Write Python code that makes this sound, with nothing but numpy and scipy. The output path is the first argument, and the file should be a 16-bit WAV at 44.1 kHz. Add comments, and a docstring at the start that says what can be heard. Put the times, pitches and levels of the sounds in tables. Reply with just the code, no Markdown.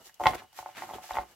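"""Hollow clacks, one of them hard, and a grainy hiss: two hands gather a loose stack of stiff cards.
Edges knock together and ring; faces slide over each other, with brief rasps and corner ticks.
The heavier knocks thump the table below. Near surfaces and a small quiet room answer the cards
briefly, over low room noise with a faint whine."""
import sys
import numpy as np
from scipy import signal
from scipy.fft import rfft, irfft
from scipy.io import wavfile

SR = 44100
rng = np.random.default_rng(int(sys.argv[2]) if len(sys.argv) > 2 else 0)


def persist_wave(psi):
    """Save psi, clipped to +-1, as 16-bit WAV."""
    counts = np.round(np.clip(psi, -1, 1) * 32767).astype(np.int16)
    wavfile.write(sys.argv[1], SR, np.atleast_2d(counts).T)


N = 59535

# hiss spectrum of card faces: freq_hz, density_db
HISS_SPECTRUM = [(800, -43), (3000, -2.5), (5000, -1), (7300, 0), (9000, -7.5), (12500, -1.5),
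                 (16000, -10.5)]
HISS_WIDTH, RUB_WIDTH = 1.17, 0.12  # side / mid


def knocks():
    """Each edge contact clacks, cracks and rings on hollowly; a lower cutoff makes it duller."""
    # edge contacts: start_s, level_db, cutoff_hz
    contacts = [(0.094, -51.5, 3020), (0.1987, -25.5, 870), (0.2054, -23, 900.0), (0.2139, -21.5, 820),
                (0.2373, -21.5, 2980), (0.2428, -26.5, 2480), (0.2573, -10, 2570), (0.2592, -10.0, 2180),
                (0.2649, -9.5, 1620), (0.2688, -6, 5720.0), (0.2743, -19.5, 3020), (0.2809, -31, 3620.0),
                (0.3141, -37.5, 1760), (0.3347, -24.5, 2770), (0.42, -38.5, 1310), (0.4455, -45.5, 1300.0),
                (0.53, -50.5, 3590), (0.5892, -27, 1880), (0.6273, -34, 1140), (0.6602, -26.5, 1470),
                (0.6894, -36, 1110.0), (0.8215, -25.5, 2320), (0.8358, -30.5, 1260), (0.8908, -32.5, 1500),
                (0.8996, -31, 2170), (0.9098, -32.0, 1000), (0.9352, -32.0, 1010.0), (0.9459, -40, 840.0),
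                (0.9838, -31, 1100), (1.041, -37.5, 1010), (1.093, -38, 1300.0), (1.1084, -21.5, 1810),
                (1.1422, -28.5, 1440), (1.1543, -27.5, 1920), (1.1627, -32, 1160.0), (1.1697, -18.0, 2270),
                (1.1742, -22.5, 1600), (1.1853, -15.5, 1624), (1.2131, -40, 1070), (1.234, -36.5, 1180)]
    # quickly damped stack modes: freq_hz, level_db, t60_s
    stack_modes = [(853.6, -1.5, 0.011), (1261, -2.5, 0.0063), (2101, 0, 0.0065), (2627, -15, 0.025),
                   (3030, -6, 0.0073)]
    # hollow resonances driven by the clack: freq_hz, gain_db, t60_s
    hollows = [(345.6, 14, 0.098), (581.5, 9, 0.117), (747, 13.5, 0.078), (861.4, 8.5, 0.036),
               (901.7, 5.5, 0.048), (1048.4, 15, 0.082), (1174, -4, 0.051), (1355, -1, 0.087),
               (1439, 10.5, 0.059), (1891, 3, 0.025), (2112, -2, 0.064), (2280, -1.5, 0.071),
               (3426, 8, 0.018), (4076, 13.5, 0.035)]
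    crack_db, crack_decay_s = -4.5, 0.004
    radiate_hz = 522  # cards radiate little below this
    out, t = np.zeros((2, N)), np.arange(SR // 4) / SR
    clack = steep(ring(stack_modes, t), radiate_hz, "high")
    body = clack + sum(undb(db) * resonate(clack, hz, q=np.pi * hz * t60_s / np.log(1000))
                       for hz, db, t60_s in hollows)
    for start_s, level_db, cutoff_hz in contacts:
        burst = spread(rng.standard_normal((2, len(t))), HISS_WIDTH) * np.exp(-t / crack_decay_s)
        crack = undb(crack_db) * steep(burst, radiate_hz, "high")
        body_peak = np.abs(steep(body, cutoff_hz, "low")).max()
        add(out, start_s, undb(level_db) / body_peak * steep(body + crack, cutoff_hz, "low"))
    return out


def slides():
    """Each slide swells and dies away: edges scrape, faces hiss, fingers rub the stack hollowly."""
    # card slides: peak_s, rise_s, fall_s, scrape_db, hiss_db, rub_db
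    strokes = [(0.011, 0.016, 0.02, -69, -60.5, -58.5), (0.066, 0.027, 0.027, -61, -51, -64.5),
               (0.211, 0.0094, 0.031, -56, -54, -47.5), (0.274, 0.033, 0.052, -41.5, -49, -35.5),
               (0.352, 0.02, 0.0077, -45.5, -56, -39.5), (0.393, 0.025, 0.017, -46, -61, -51),
               (.432, 0.02, 0.019, -66.5, -63, -56.5), (.588, 0.032, 0.039, -51.5, -49, -62.5),
               (.68, 0.046, 0.069, -59, -61, -63.5), (0.783, .026, 0.021, -44, -51.5, -51.5),
               (0.823, 0.038, 0.039, -49, -52, -50.5), (0.898, 0.071, 0.11, -57.5, -56.5, -51.5),
               (0.944, 0.008, 0.031, -52, -53.5, -46.5), (1.039, 0.021, 0.095, -54.5, -50.5, -67),
               (1.106, 0.01, 0.024, -47, -51, -68), (1.154, 0.016, 0.048, -45, -54.5, -45),
               (1.21, 0.015, 0.026, -57, -59, -46.5), (1.321, 0.09, 0.021, -66.5, -63, -63)]
    # edge scrape spectrum: freq_hz, density_db
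    scrape_spectrum = [(300, -39.5), (700, -0.5), (1100, -4), (1900, -0.5), (3500, -9), (6000, -17.5),
                       (16000, -32.5)]
    # finger rub spectrum: freq_hz, density_db
    rub_spectrum = [(30, -20), (70, -6.5), (140, -8), (200, -6), (350, -3), (500, -6), (800, -4),
                    (1300, -7.5), (4000, -31.5)]
    t, power = np.arange(N) / SR, np.zeros((3, N))
    for peak_s, rise_s, fall_s, *levels_db in strokes:
        slope_s = np.where(t < peak_s, rise_s, fall_s)
        swell = np.exp(-np.abs((t - peak_s) / slope_s) ** 1.62)
        power += (undb(levels_db)[:, None] * swell) ** 2
    scrape_rms, hiss_rms, rub_rms = np.sqrt(power)
    return (scrape_rms * friction(scrape_spectrum, width=0.54)
            + hiss_rms * friction(HISS_SPECTRUM, HISS_WIDTH)
            + rub_rms * friction(rub_spectrum, RUB_WIDTH))


def friction(spectrum, width):
    """Paper fibres catch and let go: dense uneven clicks over a smooth hiss of equal power."""
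    grains_per_s, scatter_db = 1800, 3
    clicks = (rng.random((2, N)) < grains_per_s / SR) * rng.standard_normal((2, N))
    clicks *= undb(scatter_db * np.minimum(rng.exponential(size=N), np.pi))
    smooth = rng.standard_normal((2, N))
    return spread(colour(unit(clicks) + smooth, spectrum), width)


def thumps():
    """Soft pushes set the table booming briefly; a longer push sounds deeper."""
    # stack and hands on the table: start_s, peak_db, length_s
    pushes = [(0.207, -44, 0.009), (.260, -24, 0.0055), (0.3, -38, 0.029), (.342, -51, 0.015),
              (.60, -51.5, 0.004), (0.798, -67, 0.0092), (0.938, -48, 0.0033), (1.108, -41, .018),
              (1.176, -34, 0.017)]
    # table modes: freq_hz, level_db, t60_s
    table_modes = [(60, 0, .19), (82, -2, .1), (105, 2, .13), (132, 0, .09)]
    out, t = np.zeros(N), np.arange(SR // 3) / SR
    for start_s, peak_db, length_s in pushes:
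        force = np.sin(np.pi * np.minimum(t / length_s, 1)) ** 2
        boom = signal.fftconvolve(force, ring(table_modes, t))[:len(t)]
        add(out, start_s, undb(peak_db) * boom / np.abs(boom).max())
    return out


def ticks():
    """A corner slips off its neighbour with a tiny bright burst."""
    # corner flicks: start_s, level_db
    flicks = [(0.1423, -50), (0.1972, -52.5), (0.2367, -44), (0.269, -40), (0.3478, -41), (.353, -50),
              (0.529, -56.5), (0.941, -49.5), (1.155, -63)]
    decay_s = 0.0049
    envelope, t = np.zeros(N), np.arange(SR // 20) / SR
    for start_s, level_db in flicks:
        add(envelope, start_s, undb(level_db) * np.exp(-t / decay_s))
    return envelope * spread(colour(rng.standard_normal((2, N)), HISS_SPECTRUM), HISS_WIDTH)


def rasps():
    """An edge or fingertip sticks and slips: brief noise gathered round one pitch."""
    # stick-slip bursts: peak_s, half_length_s, pitch_hz, level_db
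    slips = [(0.011, 0.017, 550, -60), (0.066, 0.009, 360, -60), (0.098, 0.0054, 1760, -54.5),
             (0.784, 0.012, 1840, -48.5), (0.941, 0.01, 3290, -51.5), (0.957, 0.013, 417, -49.5),
             (1.136, 0.0035, 3770, -47)]
    q = 3.9
    out, t = np.zeros((2, N)), np.arange(N) / SR
    for peak_s, half_length_s, pitch_hz, level_db in slips:
        noise = spread(rng.standard_normal((2, N)), RUB_WIDTH)
        band = unit(resonate(resonate(noise, pitch_hz, q), pitch_hz, q))
        out += undb(level_db) * np.exp(-((t - peak_s) / half_length_s) ** 2) * band
    return out


def room(x):
    """Direct sound, a few side reflections and a short diffuse tail."""
    # side-wall reflections, opposite in left and right: delay_s, gain
    reflections = [(.0021, 0.091), (.0034, 0.046), (.0062, -0.047), (.0097, 0.16), (0.0149, .14)]
    tail_db, t60_s, onset_s = -13, 0.17, 0.0093
    t = np.arange(SR // 2) / SR
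    envelope = fade(t, t60_s) * (1 - np.exp(-(t / onset_s) ** 2))
    tail = envelope * spread(rng.standard_normal((2, len(t))), width=0.67)
    response = undb(tail_db) * tail / np.sqrt(np.sum(tail ** 2) / 2)
    for delay_s, gain in reflections:
        response[:, int(delay_s * SR)] += gain, -gain
    return x + signal.fftconvolve(x, response, axes=1)[:, :N]


def air():
    """Quiet room noise with a faint narrow whine."""
    # still-air spectrum: freq_hz, density_db
    air_spectrum = [(25, -13.5), (55, -8), (150, -16.5), (300, -23.5), (800, -14.5), (1500, -19.5),
                    (4000, -22), (9000, -27.5), (16000, -27.5)]
    air_db, whine_db, whine_hz = -66, -72.5, 2908
    whine = unit(resonate(rng.standard_normal(N), whine_hz, q=45))
    noise = spread(colour(rng.standard_normal((2, N)), air_spectrum), width=0.71)
    return undb(air_db) * noise + undb(whine_db) * whine


def undb(db):
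    """Decibels to gain."""
    return 10 ** (np.asarray(db) / 20)


def unit(x):
    """Scale to rms 1."""
    return x / np.sqrt(np.mean(x ** 2))


def colour(x, spectrum):
    """Shape by (freq_hz, density_db) points; rms 1."""
    hz, db = np.array(spectrum, float).T
    bins_hz = np.maximum(np.fft.rfftfreq(N, 1 / SR), 1)
    gain = undb(np.interp(np.log(bins_hz), np.log(hz), db))
    return unit(irfft(rfft(x) * gain, N))


def spread(pair, width):
    """Two unrelated signals as stereo mid and side."""
    return (pair[0] + width * np.array([[1], [-1]]) * pair[1]) / np.sqrt(1 + width ** 2)


def fade(t, t60_s):
    """Exponential decay, 60 dB in t60_s."""
    return np.exp(-np.log(1000) * t / t60_s)


def ring(modes, t):
    """Damped sines set off together."""
    return sum(undb(db) * np.sin(2 * np.pi * hz * t) * fade(t, t60_s) for hz, db, t60_s in modes)


def resonate(x, hz, q):
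    """One resonance, gain 1 at its centre."""
    return signal.lfilter(*signal.iirpeak(hz, q, fs=SR), x)


def steep(x, hz, kind):
    """Low-pass or high-pass, 24 dB per octave."""
    sos = signal.butter(2, min(hz, SR / 3), kind, fs=SR, output="sos")
    return signal.sosfilt(sos, signal.sosfilt(sos, x))


def add(out, start_s, x):
    """Mix x into out at start_s."""
    i = max(int(start_s * SR), 0)
    n = min(x.shape[-1], N - i)
    out[..., i:i + n] += x[..., :n]


def scene():
    """Cards in the room and dry table thumps, slightly to the right, over room noise."""
    balance_db = -0.6  # left minus right
    handling = room(knocks() + ticks() + slides() + rasps()) + thumps()
    return handling * undb(np.array([[balance_db], [-balance_db]]) / 2) + air()


def record(dry):
    """Thin the deepest bass and cut the top."""
    low_hz, top_hz = 42.6, 15800
    top_cut = signal.ellip(10, 0.2, 80, top_hz, fs=SR, output="sos")
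    return signal.sosfilt(top_cut, steep(dry, low_hz, "high"))


dry = scene()
out = record(dry)
persist_wave(out)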